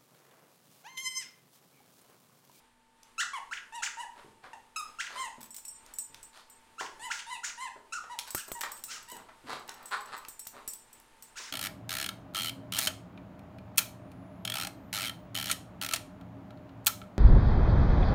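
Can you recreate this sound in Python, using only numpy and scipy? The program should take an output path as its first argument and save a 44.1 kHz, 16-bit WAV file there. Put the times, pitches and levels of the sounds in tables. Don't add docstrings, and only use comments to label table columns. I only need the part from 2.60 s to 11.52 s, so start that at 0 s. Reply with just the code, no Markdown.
import sys
import numpy as np
from scipy import signal
from scipy.fft import rfft, irfft
from scipy.io import wavfile

SR = 44100
rng = np.random.default_rng(int(sys.argv[2]) if len(sys.argv) > 2 else 0)


def wav_out(sig):
    wavfile.write(sys.argv[1], SR, np.round(np.clip(np.atleast_2d(sig).T, -1, 1) * 32767).astype(np.int16))


N = 393372
TOP_HZ = 16000

# frequency in Hz, relative gain in dB.
BITE_COLOUR = [(1200, 2), (1800, -4.5), (2700, -5), (3400, -10), (4000, -14.5), (5300, -13), (6600, -7.5),
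               (8000, -13), (10000, -23.5), (11500, -32), (16000, -37)]
# frequency in Hz, relative gain in dB.
HISS_COLOUR = [(200, -36), (900, -8.5), (1500, 3), (2600, -0.5), (4000, -1.5), (5500, 3), (7000, -0.5),
               (8000, -4.5), (9500, -9), (12000, -23), (16000, -18.5)]


def undb(db):
    return 10 ** (np.asarray(db) / 20)


def clock(length):
    return np.arange(max(int(length * SR), 8)) / SR


def unit(x):
    return x / np.sqrt(np.mean(x ** 2) + 1e-18)


def add(out, s, x):
    i = int(s * SR)
    out[i:i + len(x)] += x[:max(N - i, 0)]


def along(points, hz):
    f, value = np.transpose(points)
    return np.interp(np.log(hz + 1), np.log(f), value)


def colour(x, points):
    size = 2048
    gain = undb(along(points, np.fft.rfftfreq(size, 1 / SR)))
    cepstrum = irfft(np.log(gain))
    cepstrum[1:size // 2] *= 2
    cepstrum[size // 2 + 1:] = 0
    impulse = irfft(np.exp(rfft(cepstrum)))
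    return signal.fftconvolve(x, impulse)[:len(x)]


def band(x, hz, width):
    w = 2 * np.pi * min(hz, SR / 3) / SR
    a = np.sin(w) * width / 2
    return signal.lfilter([a, 0, -a], [1 + a, -2 * np.cos(w), 1 - a], x)


def noise(t):
    return rng.standard_normal(len(t))


def walk(t, rate):
    count = int(t[-1] * rate) + 2
    return np.interp(t * rate, np.arange(count), rng.standard_normal(count))


def decay(t, t60):
    return np.exp(-np.log(1000) * t / t60)


def gate(t, edge):
    return np.clip(np.minimum(t, t[-1] - t) / edge, 0, 1)


def room(x, wet_db):
    # frequency in Hz, decay time by 60 dB in seconds.
    room_t60 = [(150, 0.76), (1000, 0.46), (3000, 0.3), (7000, 0.4), (15000, 0.21)]
    t = clock(.6)
    edges = np.geomspace(60, 16000, num=9)
    tail = 0
    for lo, hi in zip(edges, edges[1:]):
        band_filter = signal.butter(2, [lo, hi], "band", fs=SR, output="sos")
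        part = signal.sosfilt(band_filter, noise(t))
        tail = tail + part * decay(t, along(room_t60, np.sqrt(lo * hi)))
    tail *= np.clip((t - .004) / 0.0044, 0, 1)
    tail /= np.linalg.norm(tail)
    return x + undb(wet_db) * signal.fftconvolve(x, tail)[:N]


def background():
    # frequency in Hz, relative gain in dB.
    air_colour = [(25, 0), (60, -13), (120, -11.5), (170, -16), (230, -11), (300, -13), (480, -12.5),
                  (680, -14), (880, -9), (1300, -13), (3000, -17), (6000, -25), (9000, -21.5), (16000, -38)]
    # frequency in Hz, mean level in dB.
    hum_lines = [(120, -90.5), (242, -79), (479, -84.5), (899, -71), (1755, -85)]
    t = np.arange(N) / SR
    air_db = -63 + 2.7 * walk(t, 6.1)
    air = unit(colour(noise(t), air_colour)) * undb(air_db)
    hum = 0
    for hz, db in hum_lines:
        line_db = db + 1.8 * walk(t, 9)
        phase = 2 * np.pi * hz * t + hz / 1400 * walk(t, 20)
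        hum = hum + undb(line_db) * np.sin(phase)
    return air + np.sqrt(2) * hum


def pads():
    # start in seconds, relative level in dB, centre frequency in Hz.
    landings = [(1.645, -52.5, 235), (1.837, -53, 1170), (2.78, -54.5, 223), (3.497, -58, 140),
                (4.208, -37.5, 746), (5.157, -48, 547), (5.437, -49.5, 847), (5.88, -49, 550),
                (6.033, -34.5, 1340), (6.519, -46.5, 374), (6.687, -49.5, 1020), (6.838, -49.5, 250),
                (6.885, -48, 420), (7.087, -40.5, 960), (8.798, -48, 760)]
    t60 = 0.086
    out, t = np.zeros(N), clock(t60)
    for s, db, hz in landings:
        grains = noise(t) * undb(3 * walk(t, 400))
        fibres = unit(band(band(grains, hz, 1.3), hz, 1.8))
        add(out, s, undb(db) * fibres * decay(t, t60) * gate(t, 0.0015))
    return out


def scuffs():
    # start in seconds, length in seconds, relative level in dB, centre frequency in Hz.
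    strokes = [(1.544, .095, -56.5, 1040), (1.815, 0.082, -53.5, 1000), (2.453, 0.17, -50.5, 1970),
               (3.244, .12, -63, 1460), (3.707, .13, -57, 3430), (5.654, 0.054, -50, 4540),
               (6.529, 0.12, -56, 726), (6.847, .15, -42, 1717), (7.096, .24, -58, 1220),
               (7.422, 0.15, -54.5, 1398), (7.902, 0.13, -54.5, 824)]
    # frequency in Hz, relative gain in dB.
    swish = [(150, 3), (400, 3), (1200, 4), (2300, -4), (3200, -5.5), (4300, -2), (6000, -11), (9000, -8.5),
             (16000, -16)]
    out = np.zeros(N)
    for s, length, db, hz in strokes:
        t = clock(length)
        grains = noise(t) * undb(3.9 * walk(t, 604))
        fibres = colour(band(grains, hz, 2.0), swish)
        add(out, s, undb(db) * unit(fibres) * np.sin(np.pi * t / t[-1]) ** 2)
    return out


def knocks():
    # start in seconds, peak of the blow in dB.
    blows = [(5.7481, -22), (5.751, -29), (5.917, -25), (7.684, -40), (7.868, -37.5), (8.079, -39.5)]
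    # frequency in Hz, relative gain in dB.
    body = [(30, 20.5), (120, 13), (300, 17.5), (900, 12), (2000, 13), (5000, -10), (8000, -42),
            (12000, -46), (16000, -26)]
    out, t = np.zeros(N), clock(0.074)
    for s, db in blows:
        blow = colour(noise(t) * np.exp(-t / 0.001), body)
        thud = unit(band(noise(t), 80, 3)) * np.exp(-t / .02)
        add(out, s, undb(db) * (blow / np.abs(blow).max() + undb(-25.5) * thud))
    return out


def clicks():
    # start in seconds, peak of the direct sound in dB, centre frequency in Hz.
    contacts = [(.432, -39.5, 5000), (3.263, -39.5, 5900), (3.545, -33.5, 3570), (5.589, -19, 2730),
                (5.596, -25, 5560), (6.010, -28, 3000), (6.015, -24, 2900), (7.093, -27.5, 4593),
                (7.650, -33.5, 1970), (8.4, -41.5, 11000)]
    out, t = np.zeros(N), clock(.04)
    for s, db, hz in contacts:
        rattle = 0.76 * noise(t) * np.exp(-t / 0.0021)
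        tick = band((t == 0) + rattle, hz, 0.94)
        add(out, s, undb(db) * tick / np.abs(tick).max())
    return out


def ring(modes, db):
    t, out = clock(.35), 0
    for hz, mode_db, t60 in modes:
        swing = 1 + .001 * rng.standard_normal() + .0024 * walk(t, 150)
        facing_db = rng.uniform(-4, 4) + 2.5 * walk(t, 45)
        size = undb(db + mode_db + facing_db) * decay(t, t60)
        turns = np.cumsum(hz * swing) / SR + rng.random()
        out = out + size * np.sin(2 * np.pi * turns)
    return out


def tags():
    # start in seconds, relative clash level in dB, relative ring level in dB.
    jingles = [(2.9063, -43, -45), (2.9449, -29.5, -49), (2.9643, -26, -45.5), (3.0526, -37, -43),
               (3.0811, -37, -39), (3.3382, -35, -45), (3.3858, -24, -34.5), (3.6296, -34, -48.5),
               (3.899, -43, -52), (5.7057, -23.5, -46), (5.7477, -14.5, -34.5), (5.7793, -24, -56),
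               (5.88, -30, -60), (5.918, -21, -40), (6.009, -21.5, -42), (6.118, -26.5, -41.5),
               (6.2385, -21.5, -42), (6.5171, -31, -50), (7.2574, -32, -46.5), (7.6843, -22.5, -43),
               (7.7941, -27.5, -41), (7.8697, -22.5, -51), (8.077, -19.5, -40.5), (8.0855, -35, -36),
               (8.1349, -27, -47), (8.3295, -39, -52.5), (8.6241, -32.5, -48.5)]
    # start in seconds, end in seconds, ticks per second, relative level in dB.
    swings = [(2.778, 3.151, 28, -54), (5.598, 6.7, 13.7, -53.5), (6.949, 7.902, 22, -57.5),
              (8.166, 8.713, 9.8, -84)]
    # frequency in Hz, relative level in dB, decay time by 60 dB in seconds.
    large_tag = [(5545, -7, .11), (7172, -3, .27), (8259, 0, .29), (10425, -13, .2)]
    small_tag = [(7960, 4, 0.05), (8000, -15, 0.071), (12900, -15, .08), (12760, -3, 0.03)]
    high_ring = [(13400, -1.5, 0.053), (15017, -9.5, 0.115), (15200, -18, 0.092)]
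    chatter_db, high_ring_db, large_tag_db = -12, -16, -5
    out, t = np.zeros(N), clock(.05)
    for s, clash_db, ring_db in jingles:
        fading = np.exp(-t / 0.0032) + 0.32 * np.exp(-t / .014)
        chatter = noise(t) * undb(2.2 * walk(t, 850)) * fading
        add(out, s, undb(clash_db + chatter_db) * band(chatter, 8800, 1.36))
        large = ring(large_tag, ring_db + large_tag_db)
        parting = 1 - np.exp(-np.arange(len(large)) / SR / 0.0029)
        add(out, s, large * parting)
        add(out, s, ring(small_tag, ring_db) + ring(high_ring, clash_db + high_ring_db))
    for start, end, rate, db in swings:
        for when, force in rng.random((int(rate * (end - start)), 2)):
            s = start + when * (end - start)
            blow_db = db + 10 * (force - .5)
            tick = band(noise(t) * np.exp(-t / 0.0042), 4900, 4.6)
            add(out, s, undb(blow_db + 7.5) * tick)
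            touch = ring(small_tag, blow_db) + ring(high_ring, blow_db)
            add(out, s, touch[:len(t)] * np.exp(-t / 0.021))
    return out


def grunts():
    # start in seconds, length in seconds, start rate in Hz, end rate in Hz, relative level in dB.
    puffs = [(7.308, 0.0467, 210.4, 200.5, -37.5), (7.517, .038, 171.1, 117.7, -45)]
    # frequency in Hz, relative gain in dB.
    tube = [(100, -37), (400, -9.5), (700, -7.5), (1050, 5), (1400, 3.5), (1900, -3.5), (3000, -13),
            (4300, -9), (6200, -28), (7700, -17), (10000, -26), (16000, -55)]
    out = np.zeros(N)
    for s, length, start_hz, end_hz, db in puffs:
        t = clock(length + 0.0057)
        rate = np.interp(t, [0, length], [start_hz, end_hz])
        turns = np.cumsum(rate * (1 + .05 * walk(t, 200))) / SR
        pulses = unit(np.diff(np.floor(turns), prepend=0))
        slaps = pulses + undb(-0.5) * noise(t)
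        add(out, s, undb(db) * unit(colour(slaps * np.sin(np.pi * t / t[-1]), tube)))
    return out


def reed(t, hz, points, bright_db, jitter, flicker_db):
    phase = 2 * np.pi * np.cumsum(hz * (1 + jitter * walk(t, 702))) / SR
    bent_db = -9 * np.log2(np.maximum(hz / 1500, 1))
    tone, power = 0, 0
    for k in range(1, 16):
        overtone = np.clip(np.log(k) / np.log(5), 0, 1)
        db = along(points, k * hz) + (bright_db + bent_db) * overtone
        db = db + flicker_db * walk(t, 59.6)
        size = undb(db) * (k * hz < TOP_HZ)
        flutter = 14 * jitter * np.sqrt(k - 1) * walk(t, 496)
        tone = tone + size * np.sin(k * phase + flutter + rng.uniform(0, 2 * np.pi))
        power = power + size ** 2 / 2
    return tone / np.sqrt(power) * gate(t, 0.0013)


def muffling_db(s):
    # time in seconds, overtone gain in dB.
    muffling = [(.6, 2), (1.4, -1), (2.2, 3.5), (4.4, 2.5), (4.7, 3), (5.0, -2), (5.5, -4), (5.9, -21),
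                (6.3, 6)]
    return np.interp(s, *np.transpose(muffling))


def refills():
    # start in seconds, rise in seconds, fall in seconds, top pitch in Hz, relative level in dB.
    breaths = [(.733, 0.0084, 0.049, 1114, -35), (1.123, 0.039, 0.05, 964, -40.5),
               (1.370, 0.039, 0.04, 974, -37), (1.931, 0.0041, 0.013, 917, -42),
               (2.554, 0.048, .082, 1069, -36.5), (4.394, 0.066, 0.038, 994, -39),
               (4.665, 0.061, 0.047, 1020, -38), (4.976, .055, .054, 1048, -37),
               (5.497, 0.028, .034, 996, -39.5), (5.95, .016, 0.032, 977, -42.5),
               (6.478, 0.042, 0.049, 1005, -46.5)]
    # frequency in Hz, relative gain in dB.
    body = [(900, 6.5), (1900, -4), (2900, -9), (3900, -17.5), (5000, -25), (6200, -23), (7500, -17),
            (9500, -21), (11500, -32.5), (16000, -42)]
    climb_hz_per_s, swell_db_per_s = 2000, 169
    brighten_db_per_s = 129
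    full_hz, full_db = 823, -7
    out = np.zeros(N)
    for s, rise, fall, top_hz, db in breaths:
        t = clock(rise + fall)
        corners = [0, rise, rise + fall]
        up = np.clip(t / rise, 0, 1)
        down = np.clip((t - rise) / fall, 0, 1)
        climb = climb_hz_per_s * rise * np.cos(np.pi / 2 * up) ** 2
        hz = top_hz - climb + (full_hz - top_hz) * down ** 1.3
        suction_db = np.interp(t, corners, [-1, 0, -5])
        bright_db = -1 + brighten_db_per_s * rise + suction_db + muffling_db(s)
        unsteady_hz = hz * (1 + 0.0075 * walk(t, 67.5))
        tone = reed(t, unsteady_hz, body, bright_db, jitter=0.017, flicker_db=4.5)
        leak = undb(-20.5 + suction_db) * unit(colour(noise(t), HISS_COLOUR)) * gate(t, 0.0027)
        level_db = db + np.interp(t, corners, [-swell_db_per_s * rise, 0, full_db])
        add(out, s, undb(level_db) * (tone + leak))
    return out


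def squeeze(rise, speak_hz, top_hz, bend, bright_db, jitter):
    t = clock(rise)
    u = t / t[-1]
    shortening = .3 * u + .7 * u ** 3
    hz = 1 / (1 / speak_hz + (1 / top_hz - 1 / speak_hz) * shortening)
    swell_db = np.interp(u, [0, .65, 1], [-10, 0, -3]) * bend ** 0.5
    return undb(swell_db) * reed(t, hz, BITE_COLOUR, bright_db, jitter, flicker_db=3.0)


def release(choked, fall, top_hz, bend, bright_db, jitter):
    reopen_hz, stop_hz = 3600, 1185
    spent_db_per_s = 118
    t = clock(fall)
    u = t / t[-1]
    from_hz = reopen_hz if choked > .008 else top_hz
    hz = from_hz + (stop_hz - from_hz) * u ** (1.8 - bend)
    sag = reed(t, hz, BITE_COLOUR, bright_db - 18 * bend, 1.7 * jitter, flicker_db=9.5)
    return undb(-2.5 - spent_db_per_s * choked - 2.7 * u) * sag


def hiss(rise, choked, fall):
    nozzle_hz = 6870
    whistle_db, sudden_s, loss_db_per_s = 12, 0.012, 1700
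    t = clock(rise + choked + fall)
    corners = [0, rise, rise + 0.14 * (choked + fall), t[-1]]
    flow = np.interp(t, corners, [0.14, 0.95, 0.76, 0.51]) ** 2 * gate(t, 0.0025)
    air = unit(colour(noise(t), HISS_COLOUR))
    whistle = unit(band(band(noise(t), nozzle_hz, 0.26), nozzle_hz, 0.26))
    fading = np.exp(-np.maximum(t - rise, 0) / 0.024)
    whistle_gain = undb(whistle_db - loss_db_per_s * max(rise - sudden_s, 0))
    return flow * (air + whistle_gain * fading * whistle)


def bites():
    # start in seconds, rise in seconds, choked time in seconds, fall in seconds,
    # top pitch in Hz, relative reed level in dB, relative hiss level in dB.
    chews = [(0.58, .034, 0, 0.023, 2063, -28.5, -38.5), (.911, 0.028, .035, 0.015, 3680, -33, -46),
             (1.222, .017, 0.022, .02, 3400, -30, -35), (2.160, 0.00928, 0, 0.047, 1307, -33, -59),
             (2.386, 0.03, 0.052, 0.013, 3450, -31.5, -42), (4.181, 0.032, 0.049, .012, 2308, -36.5, -43),
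             (4.502, .021, 0.07, 0.018, 3760, -29.5, -39), (4.832, 0.017, 0.047, 0.016, 2980, -34.5, -37),
             (5.323, .014, 0, .055, 1492, -35, -46.5), (5.756, .028, 0.0027, .034, 1680, -44, -41.5),
             (6.281, 0.038, 0, .066, 1650, -46, -39), (8.756, 0.027, 0.069, 0.053, 3600, -43.5, -40.5)]
    speak_hz = 1285
    gentle_db, dull_db = 4.5, 11.5
    out = np.zeros(N)
    for s, rise, choked, fall, top_hz, db, hiss_db in chews:
        bend = np.clip(np.log2(top_hz / speak_hz), 0, 1)
        bright_db = gentle_db - dull_db * bend + muffling_db(s)
        jitter = 0.0016 + 0.015 * np.sqrt(bend)
        add(out, s, undb(db) * squeeze(rise, speak_hz, top_hz, bend, bright_db, jitter))
        sag = release(choked, fall, top_hz, bend, bright_db, jitter)
        add(out, s + rise + choked - .002, undb(db) * sag)
        add(out, s, undb(hiss_db) * hiss(rise, choked, fall))
    return out


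def scene():
    toys = room(bites() + refills(), wet_db=-4.5) * undb(-0.5)
    movement = room(pads() + scuffs() + grunts(), wet_db=-3.5) * undb(2.5)
    metal = room(tags() + clicks(), wet_db=-7.5)
    return (toys + movement + metal + knocks() + background())[None]


def record(dry):
    low_pass = signal.ellip(8, .2, 70, TOP_HZ, fs=SR, output="sos")
    return signal.sosfilt(low_pass, dry)


dry = scene()
out = record(dry)
wav_out(out)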